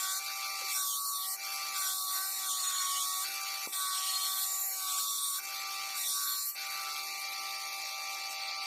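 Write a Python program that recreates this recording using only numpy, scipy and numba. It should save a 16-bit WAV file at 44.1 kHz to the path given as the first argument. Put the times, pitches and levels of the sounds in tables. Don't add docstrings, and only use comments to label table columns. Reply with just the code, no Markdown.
import sys
import numpy as np
from scipy import signal
from scipy.fft import rfft, irfft
from scipy.io import wavfile
from scipy.ndimage import uniform_filter1d
from numba import njit

SR = 44100
rng = np.random.default_rng(int(sys.argv[2]) if len(sys.argv) > 2 else 0)


def field_ratio(decibels):
    return 10 ** (np.asarray(decibels, dtype=float) / 20)


def master_out(mix):
    frames = np.transpose(np.atleast_2d(mix))
    ceiling = np.clip(frames, -1, 1)
    pcm = np.round(ceiling * 32767).astype(np.int16)
    wavfile.write(sys.argv[1], SR, pcm)


N = 381906
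TIME = np.arange(N) / SR
FREQ = np.arange(N // 2 + 1) * SR / N
ROLLER, CAGE = .38, .14


def level(x, db):
    return x * field_ratio(db) / np.sqrt(np.mean(x ** 2))


def walk(rate):
    hold = int(SR / rate)
    steps = np.repeat(rng.standard_normal(N // hold + 1), hold)
    return 1.48 * uniform_filter1d(uniform_filter1d(steps, hold), hold)[:N]


def colour(x, points):
    hz, db = np.transpose(points)
    return irfft(rfft(x) * field_ratio(np.interp(np.log(FREQ + 1), np.log(hz), db)), N)


def curves(table):
    s, *columns = np.transpose(table)
    return [np.interp(TIME, s, column) for column in columns]


def swells(rows):
    return sum(np.outer(db, np.clip(1.34 * (1 - np.abs(TIME - s) / half), 0, 1)) for s, half, *db in rows)


BAND_EDGES_HZ = [500, 950, 1400, 1650, 2800, 5200, 10000]


def split(x):
    below = [np.clip(.5 - 12 * np.log2((FREQ + 1) / hz), 0, 1) for hz in BAND_EDGES_HZ]
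    return irfft(rfft(x) * np.diff([0 * FREQ] + below + [1 + 0 * FREQ], axis=0), N)


@njit
def svf(x, hz, width):
    y, band, low = np.empty(len(x)), 0., 0.
    for i in range(len(x)):
        g, k = np.tan(np.pi * hz[i] / SR), width / hz[i]
        v = (band + g * (x[i] - low)) / (1 + g * (g + k))
        band, low, y[i] = 2 * v - band, low + 2 * g * v, k * v
    return y


def grinding(turns, foot_hz):
    grit = rng.standard_normal(N) * field_ratio(1.06 * rng.exponential(1, N) + 0.23 * walk(55) + 0.5 * walk(20))
    blade = split(held_in_the_hand(blade_hiss(grit, foot_hz), foot_hz))
    frame = split(loaded_frame(grit, turns))
    return [*frame[:4], frame[4] + .9 * frame[5], blade[4] + blade[5], *blade[6:]]


# frequency in Hz, level in dB.
GRIND_HIGH = [(1590, -20), (2700, -1), (4160, -1.5), (4780, -4), (5690, -1.5), (6260, -6.5), (6930, -4.5),
              (8890, -1.5), (10000, -3.5), (12100, 1), (15500, -6)]
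# frequency in Hz, width in Hz, level in dB.
BLADE = [(4274, 57, -1.5), (4190, 70, 2), (5510, 57, -4.5), (5835, 72, -1.5), (6160, 42, -4), (6830, 56, 5),
         (7265, 190, -2), (7730, 62, 2), (8340, 66, -2.5), (8480, 71, -3), (8700, 125, -9), (9110, 150, 0),
         (9320, 110, -9), (9630, 96, -3), (11640, 300, -4.5), (11870, 220, -8), (13000, 300, -3.5),
         (14700, 220, -3)]


def blade_hiss(grit, foot_hz):
    ring = 0
    for k, (hz, width, db) in enumerate(BLADE):
        mode = svf(grit, hz * (1 + 0.0051 * walk(3.0)), 0.4 * width)
        ring = ring + (-1) ** k * field_ratio(db + 3.6 * walk(4.93)) * mode
    lowest = svf(grit, 0.995 * foot_hz, 240.0) * field_ratio(7.8 * walk(10))
    hiss = level(colour(grit, GRIND_HIGH), -31.5)
    return hiss + level(ring, -39.0) + field_ratio(-2.5) * songs(grit) + level(lowest, -62.0)


# middle in seconds, half length in seconds, level in dB.
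SONGS = [
    ((3600, 83), [(.05, 0.11, -51), (.8, 0.11, -47), (1.17, 0.12, -46), (1.9, 0.08, -57), (2.75, 0.35, -49), (3.8, 0.17, -43), (4.87, 0.097, -42), (5.2, 0.31, -44.5), (6.08, 0.08, -43), (6.3, 0.1, -46), (2.5, .06, -43), (4.33, 0.089, -43)]),
    ((4300, 35), [(1.1, 0.15, -45), (2.0, 0.11, -47), (2.35, .1, -44), (4.15, 0.28, -47.5), (4.7, 0.073, -43), (4.97, 0.13, -41), (6.33, .12, -40)]),
    ((5700, 110), [(.82, 0.14, -39.5), (1.15, 0.059, -37), (1.82, 0.12, -40), (2.15, 0.048, -43), (2.55, 0.03, -50), (2.85, 0.066, -39.5), (5.15, 0.15, -43), (6.1, 0.44, -41.5)]),
    ((6600, 70), [(.92, 0.13, -38), (2.52, 0.099, -45), (2.98, .18, -41), (4.6, 0.23, -43)]),
    ((7240, 97), [(.8, .1, -53), (1.88, 0.084, -51.5), (4.58, 0.25, -33.5), (5.05, .2, -42), (6.33, 0.2, -39.5)]),
    ((8320, 110), [(.78, 0.14, -44), (1.3, 0.064, -36), (2.28, 0.13, -39), (2.65, 0.091, -45), (3.2, 0.11, -47), (3.83, .2, -37), (5.25, 0.19, -38.5), (6.05, 0.085, -50)]),
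    ((9200, 270), [(1.12, 0.25, -40), (2.15, 0.13, -47), (2.5, 0.13, -50), (2.93, .16, -43), (5.3, 0.13, -37), (6.12, 0.081, -39)]),
    ((11900, 390), [(1.25, .12, -46), (2.17, .12, -46), (3.78, .12, -47), (4.4, 0.26, -36), (4.7, 0.16, -43), (6.0, .06, -38), (6.3, .15, -41), (6.48, .05, -38)]),
]


def songs(grit):
    out = 0
    for (hz, width), rows in SONGS:
        size = sum(field_ratio(db) * swells([(s, half, 1)])[0] ** 2 for s, half, db in rows)
        out = out + size * level(svf(grit, hz * (1 + .004 * walk(3.94)), 1. * width), 0)
    return out


# middle in seconds, half length in seconds, hum in dB, casing in dB.
DUCKS = [(1.01, 0.27, -12.5, -24), (1.994, 0.14, -2.5, -15), (2.53, 0.073, -2, -12), (2.78, 0.24, -7.5, 3),
         (3.1, 0.093, -4.5, -2), (3.87, 0.19, -5, -1), (5.23, 0.29, -11, -9), (6.17, 0.12, -11, -6.5),
         (6.46, 0.33, -13, -7.5), (1.31, 0.085, -1.5, -5.5), (0.066, .15, -0.5, 0.5), (5.07, 0.08, -2, -9),
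         (4.49, 0.22, -1, -3)]


def held_in_the_hand(blade, foot_hz):
    hz, s, spec = signal.stft(blade, SR, nperseg=512)
    at = np.minimum(s * SR, N - 1).astype(int)
    foot = (foot_hz + 60 * walk(28))[at]
    cut_db = (-23 + 0.18 * swells(DUCKS)[1] + 3.1 * walk(13))[at]
    below = np.clip((foot - hz[:, None]) / 320 + 0.53, 0, 1)
    return signal.istft(spec * field_ratio(cut_db * below), nperseg=512)[1][:N]


# frequency in Hz, level in dB.
GRIND_LOW = [(240, -70), (400, -30.5), (674, -26.5), (745, -26), (1050, -20.5), (1120, -22.5),
             (1210, -20.5), (1610, -25.5), (1870, -22.5), (2900, -27.5), (3770, -50), (6380, -120)]
LOADED_ORDERS = [1, 2, 3, 3.38, 3.76, 4, 5, 5.62, 6]
LOADED_DB = [-90, -61, -47, -62, -70.5, -62, -62, -71, -63]


def loaded_frame(grit, turns):
    rattle = colour(grit + level(ball_ticks(2 * np.pi * turns), -12.0), GRIND_LOW)
    return lines(turns, LOADED_ORDERS, LOADED_DB, 0.97, 0.11) + level(rattle, -57.5)


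FREE_ORDERS = [1.0, 1.38, 1.62, 2.0, 2.24, 2.62, 3.0, 3.24, 3.38, 3.76, 4.38, 4.76, 5.0, 5.38, 5.62, 6.0,
               6.38, 6.76, 7.0, 8.38, 10.0, 10.14, 10.62, 10.72, 11.62, 12.0, 14.38, 16.76]
FREE_DB = [-75, -72.5, -70, -49, -64, -69, -43, -89, -52, -67, -76, -65, -58.5, -59.5, -56, -48.5, -61, -55,
           -60.5, -70, -56, -63, -63, -57.5, -56.5, -52.5, -64, -64]
# frequency in Hz, level in dB.
FREE_LOW = [(59, -80), (100, -65), (342, -26), (384, -43), (478, -35), (538, -18), (710, -14.5),
            (775, -13.5), (952, -16), (1190, -8), (1260, -8.5), (1610, -18.5), (2390, -10.5), (2980, -16.5),
            (3300, -25), (4290, -53), (7260, -120)]
FREE_HIGH = [(1760, -45), (3000, -21), (3490, -8.5), (3750, -9.5), (4190, -6.5), (4540, 3), (4880, -9),
             (5070, -7), (5650, -8.5), (6720, -15), (7200, -26), (9360, -48), (15800, -120)]
FREE_TOP = [(4240, -32), (7200, 0), (8280, -3), (9040, 0), (9820, -3), (12200, 1.5), (12900, 1),
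            (13200, -5), (13900, -8), (14900, -1.5), (15400, -12.5)]


def running_free(turns):
    angle = 2 * np.pi * turns
    ticks = ball_ticks(angle)
    throb = 1 + 0.18 * np.sin(ROLLER * angle) + 0.14 * np.sin(CAGE * angle)
    rush = throb * rng.standard_normal(N)
    whine = lines(turns, FREE_ORDERS, FREE_DB, 0.7, 0.072)
    low = level(colour(rush + level(ticks, -10.5), FREE_LOW), -49)
    high = level(colour(rush + level(ticks, -12), FREE_HIGH), -41.5)
    top = level(colour(rush * field_ratio(0.97 * walk(70)), FREE_TOP), -46.5)
    return split(whine + low + high + top)


def lines(turns, orders, levels_db, wobble_db, flutter):
    out = 0
    for order, db in zip(orders, levels_db):
        phase = 2 * np.pi * (order * turns + rng.random()) + flutter * walk(40)
        out = out + field_ratio(db + wobble_db * walk(16)) * np.sin(phase)
    return out * np.sqrt(2)


def ball_ticks(angle):
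    ticks = sum(np.cos(k * angle + k * k) for k in range(1, 19))
    swing = np.cos(ROLLER * angle) + 0.58 * np.cos(2 * ROLLER * angle)
    swing = swing + 0.71 * np.cos(CAGE * angle) + .5 * np.cos((ROLLER - CAGE) * angle)
    return ticks * swing


# time in seconds, sag of the ball-pass rate in Hz.
SAG = [
    [(0, 11.5), (.16, 10)],
    [(.64, 0), (.83, 13.3), (1.14, 14), (1.315, 8.5)],
    [(1.69, 0), (1.86, 11), (2.17, 12.4), (2.31, 4.8), (2.62, 15.6), (2.73, 16.2), (2.84, 20.5),
     (2.94, 16.8), (3.21, 14)],
    [(3.64, .5), (3.81, 13), (3.88, 15.8), (4.05, 11.6), (4.45, 10.4), (4.67, 7.7), (4.88, 12.2),
     (5.16, 14.3), (5.36, 17.5)],
    [(5.92, 0), (6.1, 10.4), (6.23, 11.8), (6.41, 10), (6.46, 7)],
]


def bearing_turns():
    free_hz, spin_up_s = 391.7, .045
    rows = [row for stroke in SAG for row in stroke + [(stroke[-1][0] + spin_up_s, 0)]]
    return np.cumsum(free_hz - uniform_filter1d(curves(rows)[0], size=800)) / SR


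# touch in seconds, lift in seconds.
STROKES = [
    (-.1, .2),
    (0.686, 1.37),
    (1.74, 3.25),
    (3.654, 5.4),
    (5.946, 6.56),
]
FREE_BAND_DB = [-52.5, -46, -53, -44.5, -42, -43.5, -45.5]
FREE_DRIFT_DB_PER_S = [2, -2, -19.5, -0.35, -1.2, -0.73, -3]
# edge in dB, sizzle in dB.
LEARNT_DB = [(-.1, .6), (.3, -0.5), (.3, 0), (0.4, 0), (-0.69, -1), (-1.3, -1.4)]
# middle in seconds, half length in
# seconds, level in dB.
CHATTERS = [(.08, 0.17, 15.5), (.8, 0.076, 16), (1.86, 0.13, 16), (2.22, 0.15, 14.5), (2.46, .06, 14),
            (2.75, 0.21, 16), (3.23, 0.049, 7.5), (3.89, 0.27, 15), (4.36, 0.13, 9), (4.87, 0.13, 9),
            (5.38, 0.11, 10), (6.25, 0.19, 15), (6.9, 0.13, 7), (8.35, .2, 6)]
# middle in seconds, half length in seconds, level in dB.
WHINE_SHIFTS = [(0.73, 0.036, -4), (.17, .06, -4), (1.405, .03, -8), (5.44, .03, -5), (1.33, 0.13, -8),
                (3.3, 0.077, -10), (3.72, 0.058, -6), (7.7, 0.15, 2), (6.59, 0.027, -3), (1.95, 0.066, -4),
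                (3.9, 0.17, 3), (4.95, 0.11, 3), (2.33, 0.12, -7.5), (4.53, 0.17, -6), (4.71, 0.14, -12),
                (5.17, 0.043, -3.5), (6.06, 0.11, -12.5), (6.5, 0.17, -13.5), (2.97, 0.45, 3)]


def free_levels():
    ons, offs = np.transpose(STROKES)
    begun = np.searchsorted(ons, TIME)
    since_lift = TIME - offs[begun - 1]
    free = np.c_[FREE_BAND_DB] + np.outer(FREE_DRIFT_DB_PER_S, np.clip(since_lift, 0, 2.5))
    lap_s, lap_low_s, lap_db = .58, 7.15, 1.5
    free[1] -= lap_db * np.cos(2 * np.pi * (TIME - lap_low_s) / lap_s)
    free[5:] += np.array(LEARNT_DB)[begun].T
    free[2] = np.maximum(free[2], -69) + 0.75 * swells(CHATTERS)[0]
    free[1] += swells(WHINE_SHIFTS)[0]
    return free


LOADED_BAND_DB = [-55.5, -42.5, -64, -51.5, -42.5, -38.5, -38.5]
PUSH_SHARE = [0.15, 0, 0.35, 0, 0.29, 0.65, 0.17]
TIP_DB_PER_KHZ = [1, 1, -0.85, 1, -1.3, -1.4, -1.5]
# middle in seconds, half length in seconds, sizzle in dB.
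TILTS = [(.05, .3, -2), (1.26, 0.19, 1.5), (2.8, 0.48, -4), (4.05, 0.31, -4), (4.42, .14, 0),
         (4.64, 0.088, 3.5), (5.99, 0.053, 0.5), (6.27, 0.092, 1), (6.48, 0.054, 3.5)]
# middle in seconds, half length in seconds, body in dB, edge in dB.
LEANS = [(.76, .1, -1.5, 0.5), (1.31, 0.057, 0, -.5), (2.33, 0.1, -2, 0.5), (2.5, .07, -2.5, 2),
         (3.736, 0.012, 1.5, -0.5), (4.14, 0.17, 1, .5), (3.76, .06, -0.5, .5), (3.95, 0.13, 1.5, 0.5),
         (4.67, .11, -5.5, -4.5), (4.95, .1, 0.5, 2), (6.34, 0.12, -0.5, -1.5), (6.47, 0.063, -0.5, 0)]


def loaded_levels(push_db, foot_hz):
    loaded = np.c_[LOADED_BAND_DB] + np.outer(PUSH_SHARE, push_db)
    loaded = loaded + np.outer(TIP_DB_PER_KHZ, (foot_hz - 3400) / 1000)
    loaded[6] += swells(TILTS)[0]
    loaded[4:6] += swells(LEANS)
    hum_duck, casing_duck = swells(DUCKS)
    chatter = swells(CHATTERS)[0] + 0.18 * casing_duck
    loaded[:4] += [hum_duck, swells(WHINE_SHIFTS)[0], chatter, casing_duck]
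    return loaded


# time in seconds, depth in dB, fall in seconds, recovery in seconds, share above the blade body.
DIPS = [(.21, -3.5, 0.037, 0.038, 0.49), (1.375, -11, 0.03, 0.024, 0.69), (3.28, 0, 0.037, 0.031, 0.46),
        (3.671, -8, 0.006, 0.04, 0.69), (3.722, -7.5, 0.05, 0.004, 0.9), (5.31, -1.5, 0.076, 0.068, 0.87),
        (5.414, -7, 0.049, 0.06, 0.37), (6.54, -5.5, 0.046, 0.033, 1.6), (8.62, 2.5, 0.36, .3, -0.79)]
DIP_SHARE = [0.41, 0.92, 1.6, 1.02, 1.65]


def gain_dips():
    out = 0
    for s, db, fall, back, top in DIPS:
        sinking = np.clip(1 - (s - TIME) / fall, 0, 1)
        shape = np.where(TIME < s, sinking, np.exp(-np.abs(TIME - s) / back))
        out = out + db * np.c_[DIP_SHARE + [top, top]] * shape
    return out


# start in seconds, peak in dB, frequency in Hz, cycles of ring.
BUMPS = [(.617, -52, 520, 1.5), (.638, -60, 400, 1.8), (0.6, -63, 289, 2.4), (3.674, -32, 520, 0.15),
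         (3.690, -52, 380, 0.5), (3.704, -61, 330, 0.68), (3.719, -66, 360, .8), (6.963, -43, 3250, 2.6),
         (5.276, -51, 1520, 4.0), (5.384, -47, 1520, 5.0), (4.983, -50, 1520, 4.0), (4.922, -52, 1520, 4.0)]


def bumps():
    out = np.zeros(N)
    for s, db, hz, ring in BUMPS:
        cycles = np.clip(TIME - s, 0, 1) * hz
        out += field_ratio(db) * np.sin(2 * np.pi * cycles) * cycles / ring * np.exp(1 - cycles / ring)
    return colour(out, [(50, -38), (200, 1), (300, 3.5), (9000, 10)])


# middle in seconds, half length in seconds, notch depth in dB.
SHADES = [(.95, 0.07, -15), (1.2, 0.054, -18), (2.1, .12, -12), (2.53, 0.04, -2), (2.78, .12, -7),
          (3.18, .05, -7), (4.4, 0.072, -4), (4.63, 0.044, -14), (4.72, 0.044, -15), (5.3, 0.11, -16),
          (6.5, .06, -8)]


def port_notch(spec, hz, s):
    notch_hz = 5170 + 110 * np.interp(s, TIME, walk(12))
    depth_db = -3 + np.interp(s, TIME, swells(SHADES)[0])
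    return spec * field_ratio(np.exp(-((hz[:, None] - notch_hz) / 220) ** 2) * depth_db)


# middle in seconds, half length in seconds, centre in
# Hz, level in dB.
HOLES = [(.14, 0.088, 2600, -17), (1.29, 0.13, 2700, -15), (1.336, 0.088, 3450, -13), (2.04, .1, 1870, -8),
         (2.15, .1, 2900, -5), (2.324, .06, 3250, -13), (2.68, .06, 2820, -6), (3.048, .06, 1830, -10),
         (3.12, .1, 2950, -5), (3.7, 0.03, 1800, -8), (3.87, .05, 2980, -9.5), (4.5, 0.079, 3150, -14),
         (4.63, .05, 2930, -12), (4.72, .09, 3300, -11), (5.3, .05, 3400, -11), (5.143, .05, 1720, -8),
         (5.23, 0.11, 2970, -16), (5.24, 0.24, 750, -12), (6.3, 0.07, 2700, -10), (6.404, 0.24, 764, -8),
         (6.42, .06, 3000, -10), (7.1, .05, 3400, -11), (6.92, 0.049, 2400, -15), (7.12, 0.11, 3130, -16),
         (7.405, 0.14, 8750, 0), (7.75, .08, 2900, -12), (7.7, 0.089, 7600, -17.5),
         (8.47, 0.12, 10000, -13), (7.13, 0.15, 1330, -11), (7.8, 0.15, 1280, -13), (7.7, 1.4, 14300, -2),
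         (5.9, 0.33, 13600, -3), (4.45, 0.12, 6300, -3), (2.3, .2, 6500, -3), (1.12, 0.23, 6700, -5),
         (2.697, 0.089, 2250, -10), (4.8, 0.22, 1820, -7), (7.7, 0.62, 7500, -3.5), (5, 0.34, 1900, -8),
         (6.93, .035, 3200, -12), (6.9, .14, 1320, 7), (2.13, 0.11, 2300, -10), (2.6, .1, 2280, -6),
         (1.26, .06, 2400, -8), (1.28, .08, 1900, 5.5), (2.99, .06, 2950, 7), (0.96, .03, 2580, -7),
         (6.12, .06, 1850, -10), (6.4, .04, 3250, -10), (1.25, 0.037, 2930, 4)]


def dig_holes(spec, hz):
    s = np.arange(spec.shape[1]) * 512 / SR
    gain_db = 0
    for at, half, mid_hz, db in HOLES:
        shape = np.exp(-((hz / mid_hz - 1) / 0.056) ** 2)
        gain_db = gain_db + np.outer(shape, np.interp(s, TIME, swells([(at, half, db)])[0]))
    return spec * field_ratio(gain_db)


def close_bass(spec, hz, s):
    busy = sum(np.clip((s - on - .08) / 0.045, 0, 1) * (s < off) for on, off in STROKES)
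    gain_db = -13 * busy + 3.5 * np.interp(s, TIME, walk(11)) + 4.0
    return spec * field_ratio(np.outer(np.clip((210 - hz) / 90, 0, 1), gain_db))


def blur(a):
    return uniform_filter1d(uniform_filter1d(a, size=6, axis=0), size=3, axis=1)


def eat_patches(spec, hz, patch):
    near_db = 10 * np.log10(blur(np.abs(spec) ** 2) + 1e-14)
    around_db = uniform_filter1d(np.maximum(near_db, -100), size=40, axis=0)
    margin_db = np.where(hz > 5600, 7.5, 3.0)[:, None]
    floor_db = np.interp(hz, [6300, 6470, 13900, 14600], [-110, -66.5, -74.0, -82])[:, None]
    gate_db = np.maximum(around_db - margin_db, floor_db)
    dig_db = np.clip(1.92 * (gate_db - near_db - 5.94 * patch), 0, 18) * np.clip(hz / 900, 0, 1)[:, None]
    mottle_db = 2.0 * patch * np.clip(hz / 3000, 0, 1)[:, None]
    reach = (hz < 15550) * np.clip(hz / 190, .3, 1)
    return spec * field_ratio(mottle_db - dig_db) * reach[:, None]


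def drop_faint_treble(spec, patch):
    bands = spec[304:336].reshape(4, 8, -1)
    power = uniform_filter1d(np.mean(np.abs(bands) ** 2, axis=1), size=4, axis=1)
    band_db = 10 * np.log10(power + 1e-14)
    heard = band_db + 4.0 * patch[304:336:8] > -83
    spec[304:336] = (bands * heard[:, None]).reshape(32, -1)
    return spec


# time in seconds, push in dB, lowest pitch in Hz at which the held blade still radiates.
GRIP = [
    [(0, 2, 3060), (.2, 4, 3630)],
    [(.7, 5, 3170), (.86, 2, 3330), (.92, 2.5, 2890), (.97, -0.5, 3300), (1.08, 1, 3950), (1.16, -2, 3410),
     (1.21, -5, 3370), (1.25, -4, 2930), (1.3, -1.5, 4220)],
    [(1.76, 5, 3150), (1.89, 3.5, 3000), (1.97, 2.5, 3440), (2.38, -1.5, 3500), (2.52, 2, 2790),
     (2.63, 1.5, 3400), (2.99, 1.5, 2770), (3.08, 2, 3380), (3.22, 1.5, 3420)],
    [(3.74, 1.5, 3240), (3.9, -2, 3260), (4.02, 1.5, 2850), (4.28, 1.5, 3000), (4.41, 2, 3000),
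     (4.5, -1.5, 3550), (4.7, 2, 3900), (4.86, 0, 3410), (5.36, 1.7, 3180)],
    [(5.98, 4, 3480), (6.11, 3.5, 3240), (6.17, 2, 3540), (6.33, -2.5, 3300), (6.44, 1, 4000),
     (6.52, -4.5, 4260)],
]
TOUCH_S = [.13, 0.054, .056, 0.12, 0.053, 0.054, 0.044]


def scene():
    touch = sum(np.clip((TIME - on) / np.c_[TOUCH_S], 0, 1) * np.clip((off - TIME) / 0.011, 0, 1)
                for on, off in STROKES)
    turns = bearing_turns()
    push_db, foot_hz = curves(sum(GRIP, []))
    loaded = grinding(turns, foot_hz)[1:]
    rumble, *free = running_free(turns)
    dip = gain_dips()
    free_db, loaded_db = free_levels() + dip, loaded_levels(push_db, foot_hz) + dip
    mono = 0
    for on, a, b, a_db, b_db in zip(touch, free, loaded, free_db, loaded_db):
        mono = mono + np.sqrt(1 - on) * field_ratio(a_db) * level(a, 0) + np.sqrt(on) * field_ratio(b_db) * level(b, 0)
    rumble_db = -6.5 * touch[1] + swells([(2.55, 1, 4), (3.7, .1, 3)])[0] + 1.2 * walk(6.0)
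    mono = mono + level(rumble, -69.5) * field_ratio(rumble_db)
    return np.tile(mono + bumps(), (2, 1))


def low_pass(x):
    return signal.sosfilt(signal.butter(12, 16730, fs=SR, output="sos"), x)


def record(dry):
    hz, s, spec = signal.stft(np.tanh(11 * dry[0]) / 11, SR, nperseg=1024)
    spec = port_notch(spec, hz, s)
    spec = dig_holes(spec, hz)
    spec = close_bass(spec, hz, s)
    patch = blur(rng.standard_normal(spec.shape))
    patch = patch / patch.std()
    spec = eat_patches(spec, hz, patch)
    spec = drop_faint_treble(spec, patch)
    mono = signal.istft(spec, nperseg=1024)[1][:N]
    return low_pass(np.tile(mono, (2, 1)))


dry = scene()
out = record(dry)
master_out(out)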